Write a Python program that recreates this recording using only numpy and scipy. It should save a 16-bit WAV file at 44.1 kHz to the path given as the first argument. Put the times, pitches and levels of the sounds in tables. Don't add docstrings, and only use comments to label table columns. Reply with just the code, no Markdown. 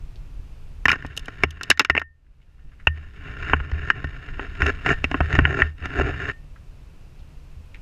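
import sys
import numpy as np
from scipy import signal
from scipy.fft import rfft, irfft, next_fast_len
from scipy.io import wavfile
from scipy.ndimage import uniform_filter1d, minimum_filter1d

SR = 44100
rng = np.random.default_rng(int(sys.argv[2]) if len(sys.argv) > 2 else 0)


def unload_audio(sound):
    columns = np.transpose(np.atleast_2d(sound))
    steps = np.round(np.clip(columns, -1, 1) * 32767)
    wavfile.write(sys.argv[1], SR, steps.astype(np.int16))


N = 344585
TIME = np.arange(N) / SR

# time_s, level_db
GRIP = [(0.87, -39), (1.3, -46), (1.68, -40.5), (1.99, -29), (2.1, -69.5), (2.85, -60), (2.98, -40.5),
        (3.13, -51.5), (3.22, -39), (3.97, -32.5), (4.2, -40), (5.0, -44.5), (5.45, -31), (5.66, -32.5),
        (5.75, -64), (5.82, -33.5), (6.3, -38), (6.36, -72)]
# pitch_hz, level_db, t60_s
METAL_MODES = [(1839, -2, 0.079), (1820, -10, 0.21)]


def amp(db):
    return 10 ** (np.asarray(db) / 20)


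def unit(x):
    return x / np.sqrt(np.mean(x ** 2) + 1e-20)


def add(mix, start_s, sound):
    part = mix[max(round(start_s * SR), 0):][:len(sound)]
    part += sound[:len(part)]


def band(x, lo_hz, hi_hz, order=4):
    return signal.sosfilt(signal.butter(order, [lo_hz, hi_hz], "band", fs=SR, output="sos"), x)


def level(rows):
    time_s, db = np.transpose(rows)
    return ((TIME >= time_s[0]) & (TIME < time_s[-1] + .05)) * amp(np.interp(TIME, time_s, db))


def wander(rate_hz):
    return unit(signal.sosfilt(signal.butter(2, rate_hz, fs=SR, output="sos"), rng.standard_normal(N)))


def modes(rows):
    t = TIME[:SR // 2]
    return sum(amp(db - 60 * t / t60_s) * np.sin(2 * np.pi * hz * t) for hz, db, t60_s in rows)


def slips(per_s, spread_db):
    size = amp(spread_db * np.minimum(rng.exponential(1, N), 3)) * rng.choice([-1, 1], N)
    return unit(size * (rng.random(N) < per_s / SR))


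def steady(x):
    return x / np.sqrt(abs(uniform_filter1d(x ** 2, size=SR // 33)) + 1e-12)


def forest(level_db=-59):
    # freq_hz, relative_db
    spectrum = [(30, -4), (90, 1), (150, -5.5), (220, -7.5), (400, -7.5), (700, -12), (1200, -14.5),
                (2100, -19), (2650, -14.5), (3300, -22), (5000, -24.5), (8000, -30), (12500, -35),
                (15000, -39)]
    freq_hz, relative_db = np.transpose(spectrum)
    size = next_fast_len(N)
    bin_hz = np.fft.rfftfreq(size, 1 / SR)
    colour = amp(np.interp(np.log(bin_hz + 1), np.log(freq_hz), relative_db))
    air = irfft(rfft(rng.standard_normal(size)) * colour, size)[:N]
    return air / np.std(band(air, 230, 18000)) * amp(level_db)


def wind(gust_db=3):
    # time_s, level_db
    strength = [(0, -34), (0.8, -36.5), (1.5, -32), (2.1, -35), (3.1, -34), (4.0, -31), (5.0, -31.5),
                (6.3, -40.5), (7.81, -41)]
    rumble = band(rng.standard_normal(N), 10, 45, order=2)
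    return level(strength) * unit(rumble * amp(gust_db * wander(rate_hz=12)))


def scuffs(attack_s=0.0017, t60_s=0.1, band_ratio=1.3):
    # start_s, level_db, centre_hz
    contacts = [(0.155, -52, 3600), (2.265, -52, 1790), (2.415, -48, 2460), (2.579, -48.5, 1500),
                (2.719, -49, 1600), (2.798, -41.5, 1690), (6.556, -49, 1420), (7.189, -54, 3600),
                (7.743, -42.5, 2100)]
    t, out = TIME[:SR // 4], np.zeros(N)
    for start_s, db, hz in contacts:
        grit = slips(per_s=2500, spread_db=9.5)[:len(t)]
        crunch = unit(band(grit, hz / band_ratio, hz * band_ratio, order=2))
        add(out, start_s, crunch * np.minimum(t / attack_s, 1) * amp(db - 60 * t / t60_s))
    return out


def case_response(damping, *regions):
    # centre_hz, base_width_hz, level_db
    resonances = [(278, 110, -1), (404.5, 140, -1), (696, 370, -5.5), (1068, 92, -8), (1395, 240, -3),
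                  (1779, 970, -2.5), (2320, 340, -6.5), (2766, 430, 0), (2885, 42, -5), (3650, 500, -19),
                  (4550, 580, -29), (5220, 360, -25.5), (6300, 180, -30.5), (6700, 1100, -32),
                  (8100, 450, -42.5), (9100, 550, -38.5), (12400, 2200, -51)]
    hz = abs(np.fft.fftfreq(2 ** 11, 1 / SR))
    power = sum(amp(db) ** 2 / (1 + (2 * (hz - centre_hz) / (width_hz * damping)) ** 2) ** 2
                for centre_hz, width_hz, db in resonances)
    focus_db = sum(db * np.exp(-((hz - centre_hz) / width_hz) ** 2) for centre_hz, width_hz, db in regions)
    log_gain = np.log(np.sqrt(power + 1e-10) * amp(focus_db))
    minimum_phase = np.exp(np.conj(signal.hilbert(log_gain)))
    return np.fft.ifft(minimum_phase).real[..., :2 ** 10]


def strike(rows, tick_db, chatter_t60_s=0.021, rattle_db=-24, rattle_t60_s=0.065, crack_t60_s=0.055):
    _, clack_db, clack_hz, hollow_db, snap_db, ring_db = np.transpose(rows)[:, :, None]
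    t = TIME[:2 ** 11]
    decay = amp(-60 * t / chatter_t60_s) + amp(rattle_db - 60 * t / rattle_t60_s)
    force = 0.62 * rng.standard_normal((len(rows), len(t))) * decay
    force[:, 0] += 1.2
    response = case_response(1.05, (200, 120, 5), (clack_hz, 400, 10), (5600, 700, 7))
    shell = signal.fftconvolve(force, response, axes=1)[:, :len(t)]
    crack = band(force * amp(-60 * t / crack_t60_s), 2500, 5700, order=1)
    crack_db = snap_db + tick_db - 0.6 * ring_db - 0.0145 * clack_db
    parts = [(band(shell, 900, 3000, order=6), 0),
             (band(shell, 97, 1200), hollow_db),
             (band(shell, 3500, 7800, order=6), snap_db),
             (band(crack, 6100, 13500), crack_db)]
    out = amp(ring_db) * modes(METAL_MODES)
    for part, db in parts:
        attack_rms = part[:, :SR // 100].std(axis=1, keepdims=True)
        out[:, :len(t)] += amp(db) * part / attack_rms
    return amp(clack_db) * out


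def knocks_and_clicks(click_hz=2840, click_hollow_db=-13, click_snap_db=1.5, click_ring_db=-14.5):
    # start_s, clack_db, clack_hz, hollow_db, snap_db, ring_db (last three re clack)
    knocks = [(0.855, -1.5, 1660, -12.5, -22.5, -14), (0.8819, -5, 2250, -15.5, -19, -11),
              (0.8916, -5.5, 2580, -18, -21, -13), (0.9, -8, 1280, -19, -20, -15),
              (0.9157, -8, 2300, -24, -12, -10), (0.9286, -14, 1230, -8, -25, -24),
              (0.9565, -24, 1530, -5, -22, -7), (1.0233, -29.5, 1780, -9, -25, -18),
              (1.048, -37.5, 1590, 12, -22, 10), (1.2821, -27, 1580, -2.5, -20, -16),
              (1.4352, 1, 2100, -6, -21.5, -18.5), (1.6106, -21, 1440, -10, -21, -3),
              (1.7018, 13.5, 2840, -8.5, -3, -21.5), (1.712, 13.5, 1800, -26, -15.5, -13),
              (1.774, -13, 1900, -19, -13, -17.5), (1.795, 19, 2350, -15.5, -5.5, -12),
              (1.8041, 12, 1730, -5.5, -29, -7.5), (1.815, -4, 1790, -11, -9.5, -8.5),
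              (1.8479, 5.5, 1762, -19, -12.5, -14), (1.8985, 17.5, 2050, -10.5, -20.5, -4.5),
              (1.9504, 5.5, 1950, -6.5, -31, -8), (1.9661, 1.5, 2270, -9, -29, 2.5),
              (1.977, 11, 2430, -11, -28.5, -14), (1.9957, -8.5, 1790, -17.5, -12.5, -16),
              (2.016, -4, 1770, -8, -28, -7.5), (2.8708, -1, 2710, -13, -26, -7),
              (3.4968, -24.5, 1700, -9, -26.5, -11.5), (3.5336, -2, 1670, -1.5, -54, -20),
              (3.601, -24, 1525, -2.5, -38, -7), (3.715, -27, 1940, -4, -19.5, -10),
              (3.9011, -1, 1670, -18.5, -28.5, -7.5), (4.0426, -23, 1710, -2.5, -19.5, 4.5),
              (4.3944, -25, 1410, 0, -38, -7), (4.6191, -12.5, 1590, -13, -25, -16),
              (4.664, -18, 1710, -17, -16.5, -14), (4.861, -17, 1890, -5, -21.5, -10),
              (4.8898, -18, 2040, -7.5, -23, -10), (5.0418, -15.5, 2410, -6.5, -20.5, -13.5),
              (5.1135, -26, 1860, 1, -18.5, -8), (5.143, -21.5, 1800, 4.5, -40, -15),
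              (5.205, -22, 1380, 6, -29.5, -2), (5.327, -23.5, 1660, -24, -18, -9),
              (5.352, -22, 1700, -13, -19, 3), (5.389, -8.5, 1670, 0.5, -33, -5),
              (5.4522, -6, 1650, -15.5, -40, -9.5), (5.6012, -19, 1530, -11, -38, -20),
              (5.6192, -6.5, 1770, -23.5, -38, -2), (5.856, -24.5, 1800, -1.5, -15, -13),
              (5.998, -29, 420, 8.5, -24, -14), (6.297, -25, 1720, -16.5, -28, -1)]
    # start_s, level_db
    catch = [(1.064, -46.5), (1.166, -37.5), (1.175, -25), (1.194, -41.5), (1.2573, -44.5), (1.5066, -36),
             (1.6328, -26)]
    clicks = [(start_s, db, click_hz, click_hollow_db, click_snap_db, click_ring_db)
              for start_s, db in catch]
    out = np.zeros(N)
    for rows, tick_db in (knocks, -23.5), (clicks, -18):
        for row, sound in zip(rows, strike(rows, tick_db)):
            add(out, row[0], sound)
    return out


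def slides(swell_db=9.5, attack_s=0.029, release_s=0.0074):
    # start_s, length_s, peak_db, hollow_offset_db
    strokes = [(0.866, 0.074, -21, -8), (1.396, 0.032, -41.5, 2.5), (3.398, 0.17, -32.5, -31),
               (3.779, 0.11, -37, -34.5), (4.397, 0.05, -37.5, 9), (4.581, 0.12, -22, 1.5),
               (4.84, 0.082, -16.5, -1.5), (5.28, 0.081, -30, 3), (5.456, 0.16, -23.5, 4),
               (5.938, 0.08, -23.5, 6.5), (6.018, 0.082, -32, 10), (6.177, 0.125, -29, -1)]
    t, strength, hollow = TIME[:SR // 2], np.zeros(N), np.zeros(N)
    for start_s, length_s, peak_db, hollow_offset_db in strokes:
        swell = amp(peak_db - swell_db * np.maximum(1 - t / length_s, 0))
        release = np.exp(-np.maximum(t - length_s, 0) / release_s)
        stroke = np.minimum(t / attack_s, 1) * swell * release
        add(strength, start_s, stroke)
        add(hollow, start_s, stroke * amp(hollow_offset_db))
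    return strength, hollow


def mount_wobble(rest_db=-49, grip_db=3, slide_db=-5, direct_gain=0.39):
    # pitch_hz, level_db, t60_s
    sway_modes = [(77.4, -2.5, 0.36), (110, -2.5, 0.072), (139.3, -11.5, 0.28), (253, -11.5, 0.055)]
    # start_s, level_db, push_s
    jolts = [(0.857, -11.5, 0.0021), (1.046, -18.5, 0.0025), (1.438, -5.5, 0.0023), (1.697, -4.5, 0.0042),
             (1.898, 9, 0.0043), (2.869, -2.5, 0.0084), (3.533, -1.5, 0.0056), (3.6, -5.5, .013),
             (3.721, -3.5, 0.012), (4.043, -8.5, 0.0022), (4.624, -8.5, 0.0029), (4.665, -13, 0.0042),
             (4.861, -26, 0.0032), (5.039, -17.5, 0.0096), (5.113, -19, 0.0048), (5.206, -8, .004),
             (5.335, -8.5, 0.0052), (5.382, 0, 0.007), (5.417, 1, 0.0064), (5.621, -6, 0.0073),
             (5.983, -7, 0.014), (6.044, -8.5, 0.0075), (6.441, -34.5, 0.0025), (7.562, -29, 0.0088)]
    sway, thumps = modes(sway_modes), np.zeros(N)
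    for start_s, db, push_s in jolts:
        push = np.sin(np.pi * np.minimum(TIME[:SR // 20] / push_s, 1)) ** 2
        thump = signal.fftconvolve(sway, push)
        add(thumps, start_s, amp(db) * thump / abs(thump).max())
    tremor = rng.standard_normal(N)
    swaying = unit(signal.oaconvolve(tremor, sway)[:N])
    direct = direct_gain * unit(band(tremor, 54, 150, order=3))
    effort = amp(rest_db) + amp(grip_db) * level(GRIP) + amp(slide_db) * slides()[0]
    return band(thumps + effort * unit(swaying + direct), 32, 600, order=2)


def rubbing(uneven_db=2, judder_db=2.1, half_firm_db=-32.5, hollow_db=-10, firm_hollow_db=8,
            hiss_db=-5, firm_hiss_db=-15, rasp_db=-25, ring_db=-10.5):
    grip = level(GRIP) * amp(uneven_db * wander(rate_hz=18))
    slide, hollow_slide = slides()
    touch = grip + slide
    firmness = touch / (touch + amp(half_firm_db))
    fine_force = slips(per_s=1400, spread_db=2.5) + .25 * rng.standard_normal(N)
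    fine_response = case_response(0.79, (6000, 300, -5), (3400, 300, -4), (640, 200, -4))
    fine = signal.oaconvolve(fine_force, fine_response)[:N]
    coarse_response = case_response(0.48, (1520, 350, 7), (400, 90, 5), (660, 120, -3))
    coarse = signal.oaconvolve(slips(per_s=190, spread_db=2.5), coarse_response)[:N]
    shell = np.sqrt(1 - firmness) * unit(fine) + np.sqrt(firmness) * unit(coarse)
    scrape = touch * steady(band(shell, 880, 2800, order=6))
    hollow_gain = amp(hollow_db + firm_hollow_db * firmness) * (grip + hollow_slide)
    hollow = hollow_gain * steady(band(shell, 230, 830))
    hiss = amp(hiss_db + firm_hiss_db * firmness) * touch * steady(band(shell, 3050, 8900, order=6))
    rasp = amp(rasp_db) * slide * steady(band(fine, 5500, 7800, order=2))
    judder = unit(amp(judder_db * np.clip(wander(rate_hz=70), -2, 2)))
    ringing = unit(signal.oaconvolve(scrape, modes(METAL_MODES))[:N]) * np.std(scrape) * amp(ring_db)
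    return (scrape + hollow + hiss + rasp) * judder + ringing


def scene():
    return (knocks_and_clicks() + rubbing() + mount_wobble() + wind() + scuffs() + forest())[None]


def gain_control(x, ceiling_db=-7, recover_s=0.64):
    power_db = 10 * np.log10(abs(uniform_filter1d(x ** 2, size=SR // 250)) + 1e-12)
    excess_db = np.maximum(power_db - ceiling_db, 0)
    recovery = np.exp(-TIME / recover_s)
    cut_db = np.maximum.accumulate(excess_db / recovery, axis=-1) * recovery
    return x * amp(-uniform_filter1d(cut_db, size=45))


def record(dry):
    ducked = gain_control(dry)
    safe_gain = np.minimum(1, .98 / (abs(ducked) + 1e-9))
    limited = ducked * uniform_filter1d(minimum_filter1d(safe_gain, size=45), size=45)
    lowpass = signal.firwin(301, cutoff=15450, window=("kaiser", 8), fs=SR)
    return signal.oaconvolve(limited, lowpass[None], "same")


dry = scene()
out = record(dry)
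unload_audio(out)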